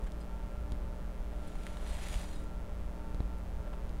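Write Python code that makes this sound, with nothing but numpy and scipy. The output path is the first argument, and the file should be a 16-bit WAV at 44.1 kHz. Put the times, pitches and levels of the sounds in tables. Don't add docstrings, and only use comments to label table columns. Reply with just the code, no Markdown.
import sys
import numpy as np
from scipy import signal
from scipy.fft import rfft, irfft
from scipy.io import wavfile
from scipy.ndimage import map_coordinates

SR = 44100
rng = np.random.default_rng(int(sys.argv[2]) if len(sys.argv) > 2 else 0)


def transcribe(signal):
    frames = np.atleast_2d(signal).T
    limited = np.clip(frames, -1, 1)
    pcm = np.round(limited * 32767).astype(np.int16)
    wavfile.write(sys.argv[1], SR, pcm)


N = 176400

# (f/Hz, relative level/dB)
RUMBLE_SPECTRUM = [(8, -0.5), (20, -5.5), (35, 1), (44, -2.5), (55, -1), (68, -12), (84, -13.5),
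                   (105, -20.5), (160, -18), (220, -37), (500, -81)]
AIR_SPECTRUM = [(40, -20), (150, 5), (260, 2.5), (450, 0.5), (600, 1.5), (820, -2), (1100, -8), (1400, -9),
                (2000, -15), (3000, -21), (5000, -28), (10000, -30.5), (12000, -32.5), (16000, -31.5)]
BUZZ_SPECTRUM = [(60, -30.5), (120, -19), (180, 2), (300, -6), (540, -8.5), (700, -22.5), (950, -14),
                 (1600, -21), (2800, -25), (4200, -30.5), (6500, -33), (10000, -36), (15500, -43)]
# (f/Hz, level/dB, unsteadiness 0-1)
MOTOR_TONES = [(34.26, -45.5, 0.8), (54.5, -45.5, 0.7), (83, -55.5, 0.57), (220.4, -59, 0.01),
               (335, -73, 0.8), (385.5, -68.5, 0.02), (1363, -67.5, 0.43)]
# (harmonic number, level/dB, unsteadiness 0-1)
BLADE_TONES = [(1, -63.5, 0.36), (2, -62, 0.32), (3, -66.5, 0.68), (4, -74.5, 0.1)]
# (f/Hz, relative level/dB)
GRIT_SPECTRUM = [(200, -20), (600, 7.5), (850, 4), (1200, -1), (2000, .5), (3500, -2), (5200, -12),
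                 (7200, -12.5), (9000, -11.5), (10300, -8), (11200, -19), (15500, -27)]
TAP_SPECTRUM = [(300, -12), (2100, -12), (2900, -3), (4000, 1), (5200, -4), (6800, -9), (10200, -10),
                (12500, -26), (15500, -30)]
SIZZLE_SPECTRUM = [(500, -8), (1800, 0), (3500, -1), (5500, -6), (10000, -5), (12000, -11), (15500, -17)]
SNAP_SPECTRUM = [(300, -15), (1200, -5), (1950, 2), (2800, -2), (3500, -.5), (4800, -14), (6500, -12),
                 (8000, -8), (9600, -6), (11000, -16), (15500, -20)]
# (f/Hz, bandwidth/Hz, relative level/dB)
PAN_MODES = [(1930, 70, -1), (3430, 65, -2), (3790, 75, -.5), (4180, 40, 1.5), (4600, 50, -5),
             (4960, 52, -.5), (5930, 80, -1), (6820, 80, 2.5), (7640, 95, -1), (8520, 45, 1.5),
             (8850, 40, -5), (9520, 180, -5.5), (11600, 120, -12)]
# (t/s, length/s, level/dB, relative ring/dB, tilt/dB per octave)
RUBS = [(0.026, 0.029, -62.5, -10, 2), (0.058, 0.026, -54, -11, -2), (0.2, .012, -62, -12, 3),
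        (1.315, 0.029, -53, 3, -7.5), (1.473, 0.018, -60, -8, 6), (1.55, 0.0081, -48.5, -2, -4.5),
        (2.198, .026, -53, 8, -2), (2.322, 0.018, -58, 12, 0), (2.349, .016, -58.5, 12, -1),
        (2.432, .012, -65, 8, 1), (3.666, 0.018, -49, -10, -8), (3.723, 0.022, -46.5, -16, -6.5)]
# (t/s, level/dB as if packed into 1 ms, tilt/dB per octave)
NAIL_TAPS = [(0.1198, -51, 2), (0.7205, -45.5, -.5), (3.146, -51.5, -2), (3.2045, -50.5, -9),
             (3.8935, -53, -2)]
# (f/Hz, relative level/dB, T60/s)
RIM_MODES = [(4200, -5, 0.076), (4926, -0.5, 0.076), (7340, -10, 0.071), (8538, -2, 0.039)]
# (t/s, level/dB, direction of the push, attack corner/Hz)
MIC_BUMPS = [(0.7207, -26, 1, 497), (1.904, -29.5, 1, 40), (2.112, -24.5, 1, 40), (2.154, -22.5, 1, 40),
             (3.146, -30.5, 1, 700), (3.2046, -20, -1, 420), (3.6, -24.5, -1, 50)]
# (t/s, level/dB)
ICE_TURN = [(1.25, -86), (1.41, -65), (1.58, -63.5), (1.68, -60), (1.79, -59.5), (1.87, -55), (1.97, -54.5),
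            (2.09, -49.5), (2.15, -51), (2.22, -52.5), (2.28, -57.5), (2.34, -60.5), (2.43, -68.5),
            (2.58, -88.5)]
# (t/s, level/dB as if packed into 1 ms, tilt/dB per octave)
CRUMB_SNAPS = [(1.475, -55, 8), (1.6355, -49, 0), (1.6672, -40, 0.3), (1.6745, -50, -3),
               (1.7706, -45.5, -1.5), (1.8655, -43.5, -4), (1.9693, -46, 1.5), (2.035, -48, 5),
               (2.086, -41, 2), (2.1422, -39.5, -1), (3.385, -58, 6)]
# (t/s, f/Hz, level/dB)
CLICK_RESONANCES = [(1.6674, 1950, -39), (1.6722, 2900, -46), (2.1422, 2950, -38), (3.2045, 3900, -47)]


def amp(db):
    return 10 ** (np.asarray(db) / 20)


def unit(x):
    return x / np.sqrt(np.mean(x ** 2) + 1e-20)


def gain_at(spectrum, hz):
    f, db = np.transpose(spectrum)
    return amp(np.interp(np.log(hz + 1), np.log(f + 1), db))


def wobble(rate):
    return map_coordinates(rng.standard_normal(int(N * rate / SR) + 4), [np.arange(N) * rate / SR])


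def filtered(x, response):
    return irfft(rfft(x, 2 * N) * response(np.fft.rfftfreq(2 * N, 1 / SR)))[:N]


def minimum_phase(spectrum, hz):
    cepstrum = irfft(np.log(gain_at(spectrum, hz)))
    cepstrum[1:N] *= 2
    cepstrum[N + 1:] = 0
    return np.exp(rfft(cepstrum))


def impulse(spectrum):
    h = irfft(minimum_phase(spectrum, np.fft.rfftfreq(2 * N, 1 / SR)))[:SR // 10]
    return h / np.linalg.norm(h)


def tilted(h, tilt_db):
    hz = np.clip(np.fft.rfftfreq(len(h), 1 / SR), 600, 9000)
    return irfft(rfft(np.roll(h, 16)) * amp(tilt_db * np.log2(hz)))


def fan(blade_hz=298.7, rumble_db=-39.5, air_db=-53.5):
    t, tones = np.arange(N) / SR, np.zeros(N)
    blades = [(round(k) * blade_hz, db, shake) for k, db, shake in BLADE_TONES]
    for hz, db, shake in MOTOR_TONES + blades:
        waver = 1 + shake * (wobble(7.17) + 1j * wobble(7.16))
        tone = waver * np.exp(2j * np.pi * (hz * t + rng.random()))
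        tones += amp(db) * unit(tone.real)
    noise = lambda spectrum: unit(filtered(rng.standard_normal(N), lambda hz: gain_at(spectrum, hz)))
    return amp(rumble_db) * noise(RUMBLE_SPECTRUM) + amp(air_db) * noise(AIR_SPECTRUM) + tones


def mains_buzz(mains_hz=59.996, first_edge_s=.0031, skew_s=.00004, level_db=-53):
    k = np.arange(int(2 * mains_hz * N / SR))
    centres = (first_edge_s + k / (2 * mains_hz) - skew_s * (k % 2)) * SR
    taps = centres.astype(int)[:, None] + np.arange(-7, 9)
    offset = taps - centres[:, None]
    edges = (-1) ** k[:, None] * np.sinc(offset) * np.cos(np.pi * offset / 16) ** 2
    train = np.bincount(taps.ravel(), edges.ravel(), N)[:N]
    return amp(level_db) * unit(filtered(train, lambda hz: minimum_phase(BUZZ_SPECTRUM, hz)))


def line_whine(hz=10650, level_db=-91):
    return amp(level_db) * unit(np.sin(2 * np.pi * hz * np.arange(N) / SR))


def pan_modes():
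    t = np.arange(SR // 10) / SR
    modes = np.array([amp(db) * width * np.exp(-np.pi * width * t) * np.sin(2 * np.pi * hz * t)
                      for hz, width, db in PAN_MODES])
    return modes / np.linalg.norm(modes.sum(axis=0))


def brushes(grit, ring):
    out = np.zeros(N + SR)
    for start, length, db, ring_db, tilt in RUBS:
        body = tilted(grit + amp(ring_db) * ring, tilt)
        stroke = np.hanning(int(length * SR))
        friction = stroke * rng.standard_normal(SR // 10)[:len(stroke)]
        rub = signal.fftconvolve(friction, body / np.linalg.norm(body))
        out[round(start * SR):][:len(rub)] += amp(db) * rub
    return out[:N]


def clicks(events, spectrum, ring, ring_db=-12, crumble_db=-21, crumble_t60_s=.007):
    t, out = np.arange(SR // 20) / SR, np.zeros(N + SR)
    body = impulse(spectrum) + amp(ring_db) * ring
    for start, db, tilt in events:
        force = rng.standard_normal(len(t)) * amp(crumble_db - 60 * t / crumble_t60_s)
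        force[0] = 1
        snap = signal.fftconvolve(force, tilted(body, tilt))
        snap *= np.sqrt(SR / 1000) / np.linalg.norm(snap)
        out[round(start * SR):][:len(snap)] += amp(db) * snap
    return out[:N]


def rim_tink(start_s=.211, level_db=-58.5):
    t = np.maximum(np.arange(N) / SR - start_s, 0)
    return sum(amp(level_db + db - 60 * t / t60) * np.sin(2 * np.pi * hz * t)
               for hz, db, t60 in RIM_MODES)


def bumps(swing_hz=48, t60_s=.09):
    t, out = np.arange(SR // 4) / SR, np.zeros(N + SR)
    swing = np.cos(2 * np.pi * swing_hz * t) * amp(-60 * t / t60_s)
    for start, db, direction, corner_hz in MIC_BUMPS:
        attack = 1 - np.exp(-2 * np.pi * corner_hz * t)
        out[round(start * SR):][:len(t)] += np.sign(direction) * amp(db) * attack * swing
    return out[:N]


def slips(per_s, level_db, body, spread_db=2.1):
    hits = rng.random(N) < per_s / SR
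    sizes = amp(spread_db * np.minimum(rng.exponential(size=N), 4))
    kicks = unit(hits * sizes * rng.choice([-1, 1], N))
    return signal.fftconvolve(kicks * amp(level_db), body)[:N]


def scrape(grit, modes, grains_per_s=1700, sizzle_per_s=900, judder_db=1.2, wander_db=2.2):
    t = np.arange(N) / SR
    times, levels = np.transpose(ICE_TURN)
    top_db, judder = levels.max(), judder_db * wobble(70)
    push_db = lambda lag_s: np.interp(t - lag_s, times, levels, left=-120, right=-120) - top_db + judder
    loosening_db = 4 * (t - times[levels.argmax()])
    ring_db = top_db - 7 + .96 * push_db(lag_s=.02) + loosening_db
    ring = sum(slips(grains_per_s, ring_db + wander_db * wobble(18), mode) for mode in modes)
    sizzle_db = top_db - 6 + 1.7 * push_db(0)
    sizzle = slips(sizzle_per_s, sizzle_db, impulse(SIZZLE_SPECTRUM))
    return slips(grains_per_s, top_db + push_db(0), grit) + ring + sizzle


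def click_resonances(attack_s=.0002, t60_s=.008):
    t, out = np.arange(SR // 20) / SR, np.zeros(N + SR)
    envelope = (1 - np.exp(-t / attack_s)) * amp(-60 * t / t60_s)
    for start, hz, db in CLICK_RESONANCES:
        out[round(start * SR):][:len(t)] += amp(db) * envelope * np.sin(2 * np.pi * hz * t)
    return out[:N]


def scene():
    grit, modes = impulse(GRIT_SPECTRUM), pan_modes()
    ring = modes.sum(axis=0)
    ice = scrape(grit, modes) + clicks(CRUMB_SNAPS, SNAP_SPECTRUM, ring)
    handling = clicks(NAIL_TAPS, TAP_SPECTRUM, ring) + rim_tink() + brushes(grit, ring) + bumps()
    return (ice + handling + click_resonances() + fan() + mains_buzz() + line_whine())[None]


def record(dry):
    return filtered(dry[0], lambda hz: hz < 15800)[None]


dry = scene()
out = record(dry)
transcribe(out)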